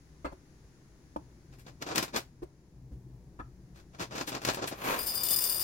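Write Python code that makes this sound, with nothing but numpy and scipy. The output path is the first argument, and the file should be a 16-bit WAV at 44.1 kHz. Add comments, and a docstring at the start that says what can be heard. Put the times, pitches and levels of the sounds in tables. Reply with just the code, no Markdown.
"""Close by, a glass jar is set down on a stone counter, then a cork lid lands: modes ring under contact bursts.
A stiff food bag crumples (filtered swarms of impulses and sharp snaps); the jar knocks, a filled jar settles.
The bag crumples again, coffee beans slide down it and rattle into an empty jar: impulses ring glass modes;
the jar is nudged once more. Quick reflections follow each sound; appliance rumble and hiss run throughout."""
import sys
import numpy as np
from scipy import signal
from scipy.fft import rfft, irfft, next_fast_len
from scipy.io import wavfile
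from scipy.ndimage import uniform_filter1d

SR = 44100
rng = np.random.default_rng(int(sys.argv[2]) if len(sys.argv) > 2 else 0)


def digitize_waveform(pressure):
    """Quantize a signal to 16-bit integers and store it at the path in sys.argv[1].

    Rows of a 2-D input are taken as channels; values are limited to [-1, 1].
    """
    field = np.atleast_2d(pressure).T
    bounded = np.clip(field, -1, 1)
    quanta = np.round(bounded * 32767).astype(np.int16)
    wavfile.write(sys.argv[1], SR, quanta)


N = 248283

# bean clumps hitting the glass: t/s, level/dB
BEAN_CLUMPS = [(4.9894, -33), (5.026, -39), (5.068, -29), (5.099, -39), (5.1477, -30), (5.169, -39),
               (5.206, -43), (5.234, -28), (5.3061, -26.5), (5.3265, -35), (5.4223, -29.5), (5.4902, -31),
               (5.6044, -28)]
# bean stream swelling and thinning: t/s, level/dB
BEAN_STREAM = [(4.96, -41.5), (5.21, -40), (5.32, -28), (5.45, -31), (5.63, -35)]
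# empty jar, wall bending modes: f/Hz, level/dB, t60/s
WALL_MODES = [(2864, -18, .08), (2990, -18, .08), (3553, -11, .07), (3620, -16, .06), (4194, -19, .1),
              (4689, -11, .08), (4830, -5, .05), (4874, -2, .13), (4960, -6, .03), (5035, -5, .08),
              (5160, -9, .05), (5313, -11, .1), (6272, -21, .06), (7257, -14, .06)]
# empty jar, high shell modes: f/Hz, level/dB, t60/s
SHELL_MODES = [(8172, -12, .11), (8425, -10, .14), (8872, 1, .09), (9216, 0, .05), (9582, -1, .12),
               (9814, -1, .12), (11130, -7, .08), (11440, -7, .08), (11900, -6, .06), (12345, 1, .08),
               (12720, -5, .08), (13190, 2, .12), (13490, 1, .1), (14295, 1, .1), (14610, 1, .1),
               (15160, -1, .1), (15410, -1, .06)]
# clatter of bean on glass, spectrum: f/Hz, level/dB
CLATTER_SPECTRUM = [(2000, -16.5), (4000, -28), (5500, -12), (8200, -9.5), (9200, -5.5), (10400, -6),
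                    (12500, -5), (14200, -0.5), (16000, -9.5)]
# beans rushing down the tipped bag, then trickling: t/s, level/dB
SLIDE_LEVEL = [(4.76, -55), (4.88, -32.5), (4.945, -34), (5.04, -48), (5.63, -50)]
# beans tumbling along the bag wall, spectrum: f/Hz, level/dB
SLIDE_SPECTRUM = [(50, -5.5), (130, -1), (250, 4), (350, 7), (620, 4), (800, 2.5), (1060, 5), (1450, -2),
                  (2400, -3), (3200, -10), (4200, -7), (7000, -31.5)]
# beans brushing the film, spectrum: f/Hz, level/dB
BRUSH_SPECTRUM = [(2000, -24), (3300, 11.5), (6500, 13.5), (8200, 3), (12500, 10), (16000, 3)]
# bag flexes: full level from t/s, hold/s, level/dB, brightness/dB
FLEXES = [(1.526, 0.014, -67.5, 0), (1.589, 0.013, -65.5, 9.5), (1.666, .018, -58.5, -4),
          (1.82, 0.0011, -47, -4), (1.865, 0.031, -48.5, -5), (1.91, 0.01, -45.5, -11.5),
          (1.955, 0.039, -38.5, 1.5), (2.025, 0.003, -39, 4.5), (2.079, 0.0048, -56, -3.5),
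          (2.14, 0.0078, -45, -7), (2.161, 0.0058, -35, 2.5), (3.753, 0.048, -66.5, 0.5),
          (3.941, 0.0074, -62.5, -7.5), (3.998, 0.03, -43.5, -2), (4.112, .03, -53, -7),
          (4.15, 0.071, -47, -1.5), (4.275, 0.012, -42.5, 6), (4.318, 0.051, -48, -6),
          (4.415, 0.027, -51.5, 1), (4.453, 0.011, -44, 4.5), (4.471, 0.033, -39, -1),
          (4.535, 0.0099, -44, 6.5), (4.571, 0.021, -50.5, -13.5), (4.622, 0.018, -44, -9),
          (4.674, 0.0037, -42, 10), (4.716, 0.0088, -48.5, -10.5), (4.841, .015, -54, 12)]
# single creases snapping through: t/s, strength/dB, relative treble/dB
CREASE_SNAPS = [(1.8234, -17, 5.5), (1.9581, -18, 21), (1.98, -8, 12.5), (2.1614, -15, 8), (4.181, -16, -1),
                (4.2112, -9, -9.5), (4.276, -25, 11), (4.35, -15, 2), (4.4499, -11, 9), (4.4878, -3, -8),
                (4.4989, -9, -7)]
# hollow body of the bag, spectrum: f/Hz, level/dB
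BODY_SPECTRUM = [(50, -13.5), (120, 2.5), (200, 2.5), (330, 5.5), (450, 2.5), (600, 1), (1100, -2.5),
                 (1500, -7.5), (2200, -48)]
# crackle of its film, spectrum: f/Hz, level/dB
CRACKLE_SPECTRUM = [(900, -24), (1600, 0), (2400, -.5), (3300, -3.5), (4600, -2.5), (6800, -7), (9000, -19),
                    (13000, -36)]
# fizz of its film, spectrum: f/Hz, level/dB
FIZZ_SPECTRUM = [(5000, -35), (7700, 0), (9000, -2), (11000, -1), (14000, -4), (16000, -6), (17500, -40)]
# jar set down or nudged, at its hardest contact: t/s, level/dB, cut-off f/Hz, relative worktop boom/dB, rocking time/s
JAR_KNOCKS = [(.257, -21, 2000, -17, 0.012), (.326, -27.5, 500, -18, .008), (2.429, -23, 430, -20, .008),
              (2.93, -33.5, 200, -6, 0.014), (5.314, -21.5, 650, -48, 0.0023)]
# jar standing on stone, mean modes: f/Hz, level/dB, t60/s
JAR_MODES = [(309.5, -7, 0.092), (373, 5.5, 0.051), (447, -9, 0.02), (590, 8, 0.018), (730, -11, 0.02),
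             (980, 13.5, 0.0083), (1090, -23, 0.023), (1200, -4, .025), (1400, -10.5, 0.097),
             (1630, -3, 0.032), (2090, -6.5, 0.078), (2600, -5, .025), (3380, -28.5, 0.022),
             (4420, -3, 0.073)]
# cork lid landing and bouncing: t/s, level/dB, cut-off f/Hz, relative worktop boom/dB
CORK_BLOWS = [(1.161, -20, 1200, -29), (1.1665, -27.5, 1050, -20)]
# cork lid, mean modes: f/Hz, level/dB, t60/s
CORK_MODES = [(294, 10.5, 0.086), (338, 2.5, 0.12), (556, 19.5, 0.011), (725, 7, 0.016), (884, 9, 0.029),
              (960, -7, 0.033), (2400, -7, .015)]
# filled jar settling further back, hardest contact: t/s, level/dB, cut-off f/Hz, relative worktop boom/dB, rocking time/s
FULL_JAR_SETTLES = [(3.402, -29.5, 1590, -8.5, 0.011)]
# filled jar, mean modes: f/Hz, level/dB, t60/s
FULL_JAR_MODES = [(247, -2, .06), (321, -2, .05), (530, -12, .03), (775, -12, .04), (981, -2, .03),
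                  (1266, -1, .028), (1335, -3, .03), (1655, -4, .028), (2400, -16, .02), (3560, -13, .025)]
# worktop and cabinet modes: f/Hz, level/dB, t60/s
WORKTOP_MODES = [(64, 8, 0.12), (116.5, -6, 0.2)]
# background levels: t/s, rumble/dB, hiss/dB, drone/dB
BACKGROUND_LEVELS = [(0, -59, -68.5, -88), (.6, -58.5, -68.5, -73), (1.7, -56.5, -69.5, -59),
                     (2.55, -59.5, -73.5, -67), (2.95, -55.5, -75, -54), (4, -57, -70.5, -61)]
# appliance rumble, spectral density: f/Hz, level/dB
RUMBLE_SPECTRUM = [(20, -9), (32, -21), (54, 4), (70, -4), (95, -8), (130, -3.5), (155, -3), (185, -12.5),
                   (230, -11.5), (330, -10.5), (450, -20), (650, -28), (1000, -30.5), (2000, -70.5)]
# appliance drone, spectral density: f/Hz, level/dB
DRONE_SPECTRUM = [(80, -35), (116, 1.5), (129, 9), (142, -14), (165, -15), (184, 3.5), (230, -50)]
# hiss, spectral density: f/Hz, level/dB
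HISS_SPECTRUM = [(300, 4.5), (1000, -0.5), (1800, 1), (2500, -4.5), (3200, -8), (5000, -3.5), (6800, -3),
                 (8200, -15), (10500, -8), (12500, -20.5), (16000, -16)]

LEAD_DB = 21.5  # first bean of a clump, added to the clump level
SHOWER_S, REBOUND_S = 0.023, 0.085  # amplitude decay of a clump's shower and of its wall rebounds
WALL_DB = -6.5  # jar wall ring re impacts
BRUSH_DB = -10.5  # re tumbling beans
FLEX_ATTACK_S, FLEX_RELEASE_S = 0.0055, 0.016
BODY_DB, FIZZ_DB = 4, -11.5  # re crackle, at zero brightness
BODY_LOSS_DB_PER_DB = 0.51  # body lost per dB of brightness
# level drop per rocking time before and after the hardest contact; drop that halves the cut-off
TOUCH_DB, SETTLE_DB, SOFTEN_DB = 4.5, 9, 22
TOP_HZ = 15900


def pour():
    """Beans strike bare glass in clumps and a stream; rebounds keep the wall ringing."""
    beans = grains(rate_hz=380, spread_db=3, even_s=.022)
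    leads = np.zeros(N)
    for t_s, db in BEAN_CLUMPS:
        add(leads, t_s, amp([db + LEAD_DB]))
    impacts = beans * showers(SHOWER_S) + leads
    rebounds = beans * showers(REBOUND_S) + leads
    wall = glass(rebounds * amp(WALL_DB), WALL_MODES, right_db=-2.5, apart=.8)
    shell = glass(impacts, SHELL_MODES, right_db=-8.5, apart=1.5)
    # contacts also ring a crowd of short-lived modes in bean and glass
    spots = []
    for _ in range(6):
        spot = kitchen(direct_db=1, shade_db=-11, early_t60_s=.055, tail_db=-14)
        spots.append(convolve(spot, burst(.006)))
    clatter = colour(scatter(impacts, spots), CLATTER_SPECTRUM)
    return wall + amp(-.5) * shell + amp(-9.0) * clatter


def showers(decay_s):
    """Falling-bean amplitude: the stream plus a dying shower per clump, summed in power."""
    t_s = np.arange(N) / SR
    stream_db, = curve(BEAN_STREAM)
    flow, = curve([(4.95, 0), (4.99, 1)])
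    power = (flow * amp(stream_db)) ** 2
    for start_s, db in BEAN_CLUMPS:
        power += amp(db) ** 2 * (t_s >= start_s) * np.exp(-2 * np.abs(t_s - start_s) / decay_s)
    return np.sqrt(power)


def glass(impacts, modes, right_db, apart):
    """Beans land on different spots, so each drives each mode at each port with another strength."""
    first = np.flatnonzero(impacts)[0]
    out, energy = np.zeros((2, N)), 0
    for mode in modes:
        shared, left, right = rng.standard_normal((3, N - first))
        strength = shared + apart * np.array([left, right])
        tone = ring(*mode)
        out[:, first:] += convolve(impacts[first:] * strength, tone)
        energy += np.sum(tone ** 2) * (1 + apart ** 2)
    return out * amp([[0], [right_db]]) / np.sqrt(energy)


def slide(spots):
    """The bag tips: beans tumble along its wall and brush the film, as filtered impulses."""
    level_db, = curve(SLIDE_LEVEL)
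    tipped, = curve([(4.72, 0), (4.76, 1)])
    tumbles = scatter(grains(rate_hz=1100, spread_db=1.5, even_s=0.034), spots)
    brush = amp(BRUSH_DB) * colour(tumbles, BRUSH_SPECTRUM)
    return tipped * amp(level_db) * (colour(tumbles, SLIDE_SPECTRUM) + brush)


def bag(spots):
    """Each flex lets go a swarm of tiny buckles that drum on the hollow bag and crackle in its film."""
    t_s = np.arange(N) / SR
    power = np.zeros((3, N))
    for start_s, hold_s, db, bright_db in FLEXES:
        rise = (t_s - start_s) / FLEX_ATTACK_S
        fall = (start_s + hold_s - t_s) / FLEX_RELEASE_S
        swell = np.exp(2 * np.minimum(np.minimum(rise, fall), 0))
        voice_db = np.array([[BODY_DB - BODY_LOSS_DB_PER_DB * bright_db], [0], [FIZZ_DB + bright_db]])
        power += amp(db + voice_db) ** 2 * swell
    swarms = np.sqrt(power) * grains(rate_hz=1700, spread_db=3.5, even_s=.015)
    # loud creases face the microphone: more direct sound
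    facing = kitchen(direct_db=0, shade_db=-8, early_t60_s=.04, tail_db=-20)
    out = np.zeros((2, N))
    spectra = (BODY_SPECTRUM, CRACKLE_SPECTRUM, FIZZ_SPECTRUM)
    for swarm, snap, spectrum in zip(swarms, snaps(), spectra):
        out += colour(scatter(swarm, spots) + convolve(snap, facing), spectrum)
    return out


def snaps():
    """A crease flips: one sharp impulse, weighted for body, crackle and fizz."""
    out = np.zeros((3, N))
    for t_s, db, treble_db in CREASE_SNAPS:
        voice_db = np.array([[-.7], [treble_db / 2 - 2.5], [treble_db - 17.5]])
        add(out, t_s, amp(db + voice_db))
    return out


def knock(blows, modes, crack_db, tick_db, direct_db, tail_db):
    """Blows ring object and worktop; a softer contact loses treble, grit adds a faint tick."""
    out = np.zeros((2, N))
    boom = butter(sum(ring(*mode) for mode in WORKTOP_MODES), 46, "high")
    for t_s, db, contact_hz, boom_db in blows:
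        # the contact point shifts from blow to blow, and the modes with it
        shifts = 1 + .025 * rng.standard_normal(len(modes))
        body = sum(ring(hz * shift, mode_db, t60_s) for shift, (hz, mode_db, t60_s) in zip(shifts, modes))
        body = butter(body / np.abs(body).max(), 192, "high")
        crack = amp(crack_db) * butter(burst(0.0058), 750, "high")
        tick = amp(tick_db) * butter(burst(0.028), 4700, "low", order=1)
        spot = kitchen(direct_db=direct_db, shade_db=-7, early_t60_s=0.034, tail_db=tail_db)
        thud = convolve(butter(body + crack, contact_hz, "low") + tick, spot)
        add(out, t_s, amp(db) * (thud + amp(boom_db) * boom))
    return out


def rocking(set_downs):
    """A base never lands flat: it touches, hits hardest, chatters to rest; weaker contacts are softer."""
    blows = []
    for t_s, db, contact_hz, boom_db, rock_s in set_downs:
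        steps = (np.arange(-3, 7) + rng.uniform(-.3, .3, 10)) / 3  # in rocking times
        for step in steps:
            drop_db = max(-step * TOUCH_DB, step * SETTLE_DB)
            softened_hz = contact_hz * .5 ** (drop_db / SOFTEN_DB)
            blows.append((t_s + step * rock_s, db - drop_db, softened_hz, boom_db))
    return blows


def kitchen(direct_db, shade_db, early_t60_s, tail_db):
    """Stereo response of one spot: direct sound, later and duller on the right, reflections, short tail."""
    direct = np.zeros((2, SR // 4))
    direct[0, 0] = direct[1, 15] = 1  # right lags 15 samples
    echoes = np.array([burst(early_t60_s) + amp(tail_db) * burst(0.22) for _ in direct])
    # small nearby surfaces scatter only the shorter waves
    echoes = butter(np.roll(echoes, int(.001 * SR), axis=1), 630, "high")
    # direct_db is a shelf above 810 Hz, shade_db a left-right split above 5500 Hz
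    shelf = (amp(direct_db) - 1) * butter(direct, 810, "high", order=1)
    ports = direct + shelf + amp(2.5) * echoes
    treble = butter(ports, 5500, "high", order=1)
    return ports + (amp([[-shade_db / 2], [shade_db / 2]]) - 1) * treble


def background():
    """Appliance rumble and drone shared by both ports; fainter rumble and thin hiss differ between them."""
    rumble_db, hiss_db, drone_db = curve(BACKGROUND_LEVELS)
    shared = amp(rumble_db) * noise(RUMBLE_SPECTRUM) + amp(drone_db) * noise(DRONE_SPECTRUM)
    ports = []
    for port_db in (2.1, .4):
        own = amp(rumble_db - 14) * noise(RUMBLE_SPECTRUM) + amp(hiss_db) * noise(HISS_SPECTRUM)
        ports.append(amp(port_db) * (shared + own))
    return np.vstack(ports)


def noise(spectrum):
    """Steady Gaussian noise of the given spectrum, rms 1."""
    x = colour(rng.standard_normal(N), spectrum)
    return x / np.sqrt(np.mean(x ** 2))


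def grains(rate_hz, spread_db, even_s):
    """Random impulses of uneven size, power evened over spans of even_s."""
    sizes = rng.choice([-1, 1], N) * amp(spread_db * rng.exponential(size=N))
    x = (rng.random(N) < rate_hz / SR) * sizes
    power = uniform_filter1d(x ** 2, max(int(even_s * SR), 1))
    return x / np.sqrt(np.maximum(power, rate_hz / SR))


def scatter(impacts, spots):
    """Each impulse comes from one of several spots, so reflections never colour them all alike."""
    place = rng.integers(len(spots), size=N)
    size = next_fast_len(N + SR // 4)
    spectrum = sum(rfft(impacts * (place == k), size) * rfft(spot, size) for k, spot in enumerate(spots))
    return irfft(spectrum, size)[:, :N]


def fade(t60_s):
    """Exponential decay, cut at a quarter second."""
    return np.exp(-np.log(1000) * np.arange(SR // 4) / SR / t60_s)


def ring(hz, db, t60_s):
    """One decaying sine mode."""
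    decay = fade(t60_s)
    return amp(db) * decay * np.sin(2 * np.pi * hz * np.arange(len(decay)) / SR)


def burst(t60_s):
    """Decaying noise of unit energy: a crowd of modes too close to tell apart."""
    decay = fade(t60_s)
    return decay * rng.standard_normal(len(decay)) / np.linalg.norm(decay)


def colour(x, points, size=4096):
    """Minimum-phase filter through the (Hz, dB) points, unit energy gain."""
    hz, db = np.transpose(points)
    freqs_hz = np.maximum(np.fft.rfftfreq(size, 1 / SR), 1)
    gain_db = np.interp(np.log(freqs_hz), np.log(hz), db)
    # folding the cepstrum makes the response causal
    cepstrum = irfft(np.log(amp(gain_db)))
    cepstrum[1:size // 2] *= 2
    cepstrum[size // 2 + 1:] = 0
    response = irfft(np.exp(rfft(cepstrum)))
    return convolve(x, response / np.linalg.norm(response))


def butter(x, hz, kind, order=2):
    """Butterworth low-pass or high-pass."""
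    sos = signal.butter(order, min(hz, SR / 2 - 1), kind, fs=SR, output="sos")
    return signal.sosfilt(sos, x)


def convolve(x, response):
    """Pass a sound through a response, keeping its length; either may be stereo."""
    return signal.fftconvolve(np.atleast_2d(x), np.atleast_2d(response), axes=1)[:, :x.shape[-1]]


def add(track, t_s, sound):
    """Mix a sound into a track from time t_s."""
    i = int(t_s * SR)
    part = sound[..., :max(N - i, 0)]
    track[..., i:i + part.shape[-1]] += part


def curve(rows):
    """Each column of a timed table, joined by straight lines."""
    t_s, *columns = np.transpose(rows)
    return [np.interp(np.arange(N) / SR, t_s, column) for column in columns]


def amp(db):
    """Decibels to gain."""
    return 10 ** (np.asarray(db) / 20)


def scene():
    """Everything on the counter, heard from just in front of the jars."""
    jar = knock(rocking(JAR_KNOCKS), JAR_MODES, crack_db=7, tick_db=-12, direct_db=-8.5, tail_db=-8)
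    cork = knock(CORK_BLOWS, CORK_MODES, crack_db=-11, tick_db=-10, direct_db=-1.5, tail_db=-11.5)
    full_jar = knock(rocking(FULL_JAR_SETTLES), FULL_JAR_MODES,
                     crack_db=8, tick_db=-18, direct_db=-3, tail_db=-8.5)
    bag_spots = [kitchen(direct_db=-1.5, shade_db=-5.5, early_t60_s=.055, tail_db=-13) for _ in range(7)]
    handling = bag(bag_spots) + slide(bag_spots)
    return jar + cork + full_jar + handling + pour() + background()


def record(dry):
    """Left port 1 dB more sensitive than right; a steep low-pass cuts the very top."""
    ports = dry * amp([[.5], [-.5]])
    sos = signal.ellip(10, .2, 80, TOP_HZ, fs=SR, output="sos")
    return signal.sosfilt(sos, ports)


dry = scene()
out = record(dry)
digitize_waveform(out)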